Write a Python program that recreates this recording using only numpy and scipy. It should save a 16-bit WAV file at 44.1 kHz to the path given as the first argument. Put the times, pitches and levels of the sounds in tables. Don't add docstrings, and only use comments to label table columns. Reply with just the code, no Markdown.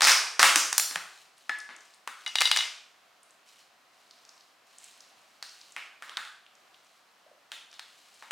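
import sys
import numpy as np
from scipy import signal
from scipy.fft import rfft, irfft
from scipy.io import wavfile

SR = 44100
rng = np.random.default_rng(int(sys.argv[2]) if len(sys.argv) > 2 else 0)


def to_wav(sig):
    pcm = np.clip(np.atleast_2d(sig), -1, 1) * 32767
    pcm = np.round(pcm).astype(np.int16)
    wavfile.write(sys.argv[1], SR, pcm.T)


N = 366603
TIME = np.arange(N) / SR
SIZE = 2048
FREQ = np.arange(SIZE // 2 + 1) * SR / SIZE + 1

# start_s, length_s, level_db
STROKES = [(1.048, 0.18, -57), (1.36, 0.11, -62), (1.798, 0.14, -63), (2.174, 0.18, -56),
           (3.249, 0.053, -68.5), (3.454, 0.15, -59), (3.924, 0.56, -66.5), (4.657, 0.45, -62.5),
           (4.797, 0.1, -59.5), (5.152, 0.29, -67), (5.498, 0.21, -58), (6.735, 0.24, -66.5),
           (7.867, 0.4, -59.5)]
# frequency_hz, gain_db
TREBLE_LOSS = [(9000, -0.5), (11500, -9.5), (15500, -12.5)]


def undb(db):
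    return 10 ** (np.asarray(db) / 20)


def add(track, start_s, sound):
    i = max(0, int(start_s * SR))
    track[i:i + len(sound)] += sound[:max(0, N - i)]


def across(hz, points, column=1):
    points = np.array(points)
    return np.interp(np.log(hz + 1), np.log(points[:, 0]), points[:, column])


def colour(x, spectrum):
    shaped = irfft(rfft(x) * undb(across(np.fft.rfftfreq(N, 1 / SR), spectrum)), N)
    return shaped / shaped.std()


def highpass(x, order, cutoff_hz):
    return signal.sosfilt(signal.butter(order, cutoff_hz, "high", fs=SR, output="sos"), x)


def resonance(hz, width_hz):
    return 1 / (1 + ((FREQ / hz - hz / FREQ) * hz / width_hz) ** 2)


def minimum_phase(gain):
    cepstrum = irfft(np.log(gain + 1e-6))
    cepstrum[1:SIZE // 2] *= 2
    cepstrum[SIZE // 2 + 1:] = 0
    return irfft(np.exp(rfft(cepstrum)))


def radiate(sound, room_db):
    return np.array([sound, sound * undb(room_db)])


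def stereo(mid, side, side_db):
    return mid + undb(side_db) * side * np.array([[1], [-1]])


def air(level_db, side_db, waver_db):
    spectrum = [(18, -71), (30, -39), (75, -17.5), (252, -7), (486, -5.5), (740, 3.5), (844, -2),
                (1100, 1.5), (1720, -2.5), (2980, -5), (3670, -8), (3980, -6.5), (8980, -17.5),
                (14800, -22.5), (16000, -28.5)]
    mid, side = (colour(rng.standard_normal(N), spectrum) for _ in range(2))
    drift = signal.resample(rng.standard_normal(size=40), N)
    return undb(level_db - waver_db * drift) * stereo(mid, side, side_db)


def kitchen(sound, gap_s, build_s, worktop_db, side_db):
    response = [(120, -10, .5), (290, 0, 0.25), (390.7, -4.5, 0.76), (935, -2.5, 0.57), (1390, -3.5, 0.64),
                (4000, 0, 0.56), (9000, -2, 0.54), (14620, 0, .38)]
    t = TIME[:SR]
    log_freq = np.log(np.fft.rfftfreq(SR, 1 / SR) + 1)
    onset = np.clip((t - gap_s) / build_s, 0, 1) ** .25
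    noise = rfft(rng.standard_normal((2, SR)))
    centres_hz = np.geomspace(60, 18000, 24)
    tail = 0
    for hz, share in zip(centres_hz, np.eye(len(centres_hz))):
        band = np.interp(log_freq, np.log(centres_hz), share)
        t60_s = across(hz, response, column=2)
        part = irfft(noise * band) * onset * undb(-60 * t / t60_s)
        part /= np.linalg.norm(part, axis=1, keepdims=True)
        tail += part * np.sqrt(np.mean(band ** 2)) * undb(across(hz, response))
    tail[0, int(gap_s * SR)] += undb(worktop_db)
    mid, side = signal.fftconvolve(sound[None], tail, axes=1)[:, :N]
    return stereo(mid, side, side_db)


def chatter(contact_s):
    fade = np.exp(-(TIME[:SIZE] / contact_s) ** 2)
    force = rng.standard_normal(SIZE) * fade
    for _ in range(4):
        force = irfft(np.exp(1j * np.angle(rfft(force)))) * np.sqrt(fade)
    return force / np.linalg.norm(force)


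def ring(modes, gain_db):
    t = TIME[:SR // 2]
    hz, db, t60_s = np.transpose(modes)[:, :, None]
    sign = rng.choice([-1, 1], (len(modes), 1))
    waves = sign * undb(db + gain_db - 60 * t / t60_s) * np.sin(2 * np.pi * hz * t)
    return highpass(waves.sum(axis=0), 2, 800)


def pops(events, relative_width, contact_s, gain_db, room_db):
    out = np.zeros(N)
    for start_s, db, hz in events:
        gain = resonance(hz, relative_width * hz) * undb(across(FREQ, TREBLE_LOSS))
        pop = signal.fftconvolve(minimum_phase(gain), chatter(contact_s))
        add(out, start_s, undb(db + gain_db) * pop / np.abs(pop).max())
    return radiate(out, room_db)


def plastic(spectrum, contact_s, ripple_db):
    coupling = signal.resample(rng.standard_normal(size=90), len(FREQ))
    ripple = undb(ripple_db * np.tanh(coupling))
    gain = spectrum * ripple / np.sqrt(np.mean(ripple ** 2))
    return signal.fftconvolve(minimum_phase(gain), chatter(contact_s))


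def contacts(blows, thud_db, wall_db, crack_db, contact_s, thud_hz, rim_width, direct_db, lowest_hz):
    near, far = np.zeros((2, N))
    for start_s, db, hardness_db, rim_hz, room_db in blows:
        thud = undb(thud_db - .84 * hardness_db) * resonance(thud_hz, thud_hz)
        wall = undb(wall_db - .13 * hardness_db) * resonance(1462, 2000)
        rim = resonance(rim_hz, rim_width * rim_hz)
        crack = undb(crack_db + hardness_db) * resonance(7000, 16000)
        spectrum = np.linalg.norm([thud, wall, rim, crack], axis=0) * undb(db + across(FREQ, TREBLE_LOSS))
        add(near, start_s, plastic(spectrum, contact_s, ripple_db=4.5) * undb(direct_db))
        add(far, start_s, plastic(spectrum, contact_s, ripple_db=1.8) * undb(room_db))
    return highpass([near, far], 3, lowest_hz)


def effort(attack_s=.014, release_s=.035):
    push = np.zeros(N)
    for start_s, length_s, db in STROKES:
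        swell = np.clip((TIME - start_s) / attack_s, 0, 1)
        release = np.exp(-np.maximum(TIME - start_s - length_s, 0) / release_s)
        push += undb(db) * swell * release
    return push


def scraping(gain_db, room_db, grains_per_s=1100, spread_db=3):
    spectrum = [(800, -19.5), (2400, 0), (3000, 2.5), (3500, -1), (4100, 3), (4700, -0.5), (8000, -4),
                (10500, -10.5), (15000, -19.5)]
    grains = (rng.random(N) < grains_per_s / SR) * rng.choice([-1, 1], N)
    sizes = undb(spread_db * np.minimum(rng.exponential(size=N), 3))
    crackle = colour(grains * sizes, spectrum) * effort() * undb(gain_db)
    return radiate(crackle, room_db)


def tub_bumps():
    bumps = [(.56, -34, 305), (.958, -52, 168), (7.263, -51.5, 624), (7.279, -56.5, 728), (7.312, -47, 568)]
    return pops(bumps, relative_width=.3, contact_s=.014, gain_db=-1, room_db=-2.5)


def sticky_clicks(per_s=14, boost_db=9, scatter_db=7, pitch_hz=5950, spread_octaves=.52):
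    clearest = [(1.586, -33.5, 8700), (1.602, -32, 5230), (1.7636, -35.5, 6800), (1.944, -47, 8700),
                (3.231, -46, 9200), (3.307, -41.5, 7530), (3.4878, -45, 5360), (4.109, -38.5, 4500),
                (4.2505, -41.5, 5350), (4.291, -38.5, 5300), (4.4074, -42.5, 4500), (4.784, -34.5, 7700),
                (4.842, -32.5, 7660), (5.005, -38, 5430), (5.492, -38, 5260), (5.721, -38, 7200),
                (6.4635, -41, 2920), (6.5527, -46.5, 6100), (7.714, -41.5, 5170), (7.740, -38.5, 5100)]
    clicks = list(clearest)
    for start_s, length_s, db in STROKES:
        waits_s = np.cumsum(rng.exponential(size=16)) / per_s
        for wait_s, (strong, high) in zip(waits_s, rng.standard_normal((16, 2)).clip(-2, 2)):
            if wait_s < length_s:
                hz = pitch_hz * 2 ** (spread_octaves * high)
                clicks.append((start_s + wait_s, db + boost_db + scatter_db * strong, hz))
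    return pops(clicks, relative_width=.5, contact_s=.0052, gain_db=-2, room_db=-2.5)


def taps(rebound_s=.0065, loss_db=11.5, rebound_hz=1580, rebound_room_db=6.5):
    # start_s, strength_db, hardness_db, rim_hz, room_db
    knocks = [(1.4942, 9, -11, 1780, -1.5), (1.69, -11, -23.5, 1700, 12), (2.0748, 6, 0, 1197, -2),
              (5.426, -3, 5, 4480, 1.5), (5.764, 1.5, -5.5, 2310, 5), (6.023, -3.5, -1, 1500, 5.5),
              (6.079, -11, -7, 1220, 10.5), (6.0946, -7, -1.5, 3400, 0), (6.170, 6, -4.5, 3650, -7.5),
              (6.1766, 1, -3, 1340, 6.5), (6.2507, -11.5, 2, 3440, 4.5), (7.5178, -2.5, 2.5, 3130, 4.5),
              (7.728, -16.5, 2, 3500, 6.5), (7.794, -3.5, 1.5, 3800, -2.5), (7.826, -20, -8, 3580, -8),
              (8.224, -7, -6, 940, 4.5), (8.3085, 4, -1.5, 2170, 0)]
    rebounds = [(start_s + rebound_s, db - loss_db, hardness_db, rebound_hz, rebound_room_db)
                for start_s, db, hardness_db, *_ in knocks]
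    return contacts(knocks + rebounds, thud_db=-28.5, wall_db=-5, crack_db=-18.5, contact_s=.0032,
                    thud_hz=300, rim_width=.44, direct_db=1.5, lowest_hz=150)


def lid_ring(start_s, gain_db, room_db):
    modes = [(1292, -13, .25), (1712, 0, .3), (1745, -6, .25), (1725, -22, 1.3), (1997, -2, .04),
             (5170, -20, .12), (11240, -32, .25)]
    out = np.zeros(N)
    add(out, start_s, ring(modes, gain_db))
    return radiate(out, room_db)


def bounces(first_gap_s=.019, restitution=.9, loss_db=2.5, clink_loss_db=3.5, settle_hz=2723):
    # start_s, strength_db, hardness_db, rim_hz, clink_db
    blows = [(2.263, 3.5, -1, 2820, 6.5), (2.2768, -3.5, -5, 5360, -5), (2.3554, 11.5, 6, 3750, 8),
             (2.385, 7, -0.5, 3200, 11), (2.406, 10.5, 13, 4050, 0.5), (2.4126, 14.5, 4, 2140, 12),
             (2.418, 16, 7, 3870, 7.5), (2.4544, 9, -3, 3850, 16.5), (2.474, 5.5, 7, 3800, 1.5),
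             (2.514, 17, 6.5, 3500, 14), (2.562, 12, 8, 2300, 11), (2.5715, 10.5, -10, 5360, 5),
             (2.588, 5.5, 1, 3700, 11)]
    last_s, db, hardness_db, _, clink_db = blows[-1]
    times_s = last_s + np.cumsum(first_gap_s * restitution ** np.arange(6))
    settling = [(start_s, db - k * loss_db, hardness_db, settle_hz, clink_db - k * clink_loss_db)
                for k, start_s in enumerate(times_s, 1)]
    return blows + settling


def clinks(gain_db, room_db, focus_db_per_octave):
    modes = [(1209, -15, .15), (1770, -12, .12), (2085, -8, .2), (2898, -6, .19), (2940, -8, .12),
             (3475, -9, .08), (3797, -2, .08), (3850, -8, .06), (4035, -8, .08), (4770, -10.5, .33),
             (5780, -15, .25), (9515, -6, .08)]
    mode_hz = np.array(modes)[:, :1]
    out = np.zeros(N)
    for start_s, _, _, rim_hz, clink_db in bounces():
        detuning_db = focus_db_per_octave * np.abs(np.log2(mode_hz / rim_hz))
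        drive_db = clink_db + gain_db - detuning_db + rng.standard_normal(mode_hz.shape)
        add(out, start_s, ring(modes, drive_db))
    return radiate(out, room_db)


def clatter(room_db):
    blows = [(start_s, db, hardness_db, hz, room_db) for start_s, db, hardness_db, hz, _ in bounces()]
    return contacts(blows, thud_db=-39.5, wall_db=-4, crack_db=-20.5, contact_s=.0034,
                    thud_hz=507, rim_width=.61, direct_db=.5, lowest_hz=370)


def squeak(start_s, slips_per_s, gain_db, decay_s, room_db):
    out = np.zeros(N)
    slip = minimum_phase(resonance(6900, 9500))
    for t in np.arange(12) / slips_per_s:
        add(out, start_s + t, undb(gain_db) * np.exp(-t / decay_s) * slip)
    return radiate(out, room_db)


def peeling(gap_s=.0125, jitter_s=.002, scatter_db=2.5, hardness_db=0, room_db=4.5):
    runs = [(0.031, .095, 12.5, 5270), (0.402, .03, 16.5, 1204)]
    slips = []
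    for start_s, length_s, db, rim_hz in runs:
        for k, (late, strong) in enumerate(rng.standard_normal((16, 2))):
            if k * gap_s < length_s:
                slip_s = start_s + k * gap_s + jitter_s * late
                slips.append((slip_s, db + scatter_db * strong, hardness_db, rim_hz, room_db))
    return contacts(slips, thud_db=-28.5, wall_db=-5.5, crack_db=-15.5, contact_s=.004,
                    thud_hz=400, rim_width=.3, direct_db=2, lowest_hz=200)


def lid_snaps():
    snaps = [(.0075, 9, -1, 3950, 1), (.0192, 15.5, -3, 5100, 5), (.0492, 13, 3, 3370, 3),
             (.0712, 16.5, 1.5, 2220, 7.5), (.3938, 17, -8.5, 5200, 3), (.4358, 11.5, 0, 2530, 11.5),
             (.558, 15.5, 4.5, 6100, 2), (.7275, 7, 3.5, 6100, -3), (.78, 10.5, 6.5, 5740, -0.5),
             (.797, 6.5, 9, 7200, -11), (.91, -5, -22, 4670, 2.5), (.958, 10, -7, 1400, -4)]
    return contacts(snaps, thud_db=-25.5, wall_db=.9, crack_db=-9, contact_s=.0038,
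                    thud_hz=332, rim_width=.56, direct_db=-.5, lowest_hz=130)


def scene():
    balance = [(.85, -0.14), (1.2, 1.5), (2.6, 1.4), (3.0, -0.8), (7.5, -.3), (8.2, 1.4)]
    hiss = air(level_db=-63, side_db=-7.5, waver_db=.7)
    near, far = (scraping(gain_db=-3.5, room_db=-2)
                 + clatter(room_db=-3)
                 + taps()
                 + clinks(gain_db=-32.5, room_db=-33, focus_db_per_octave=9.5)
                 + lid_ring(start_s=1.494, gain_db=-28, room_db=-2.5)
                 + squeak(start_s=.78, slips_per_s=1440, gain_db=7.5, decay_s=.0035, room_db=-2)
                 + tub_bumps()
                 + peeling()
                 + lid_snaps()
                 + sticky_clicks())
    handling = near + kitchen(far, gap_s=.0063, build_s=.01, worktop_db=-14, side_db=-14)
    pan_db = np.interp(TIME, *np.transpose(balance)) * np.array([[.5], [-.5]])
    return handling * undb(pan_db) + hiss


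def record(dry):
    top_cut = signal.ellip(8, .2, 70, 16300, fs=SR, output="sos")
    return signal.sosfilt(top_cut, highpass(dry, 1, 50))


dry = scene()
out = record(dry)
to_wav(out)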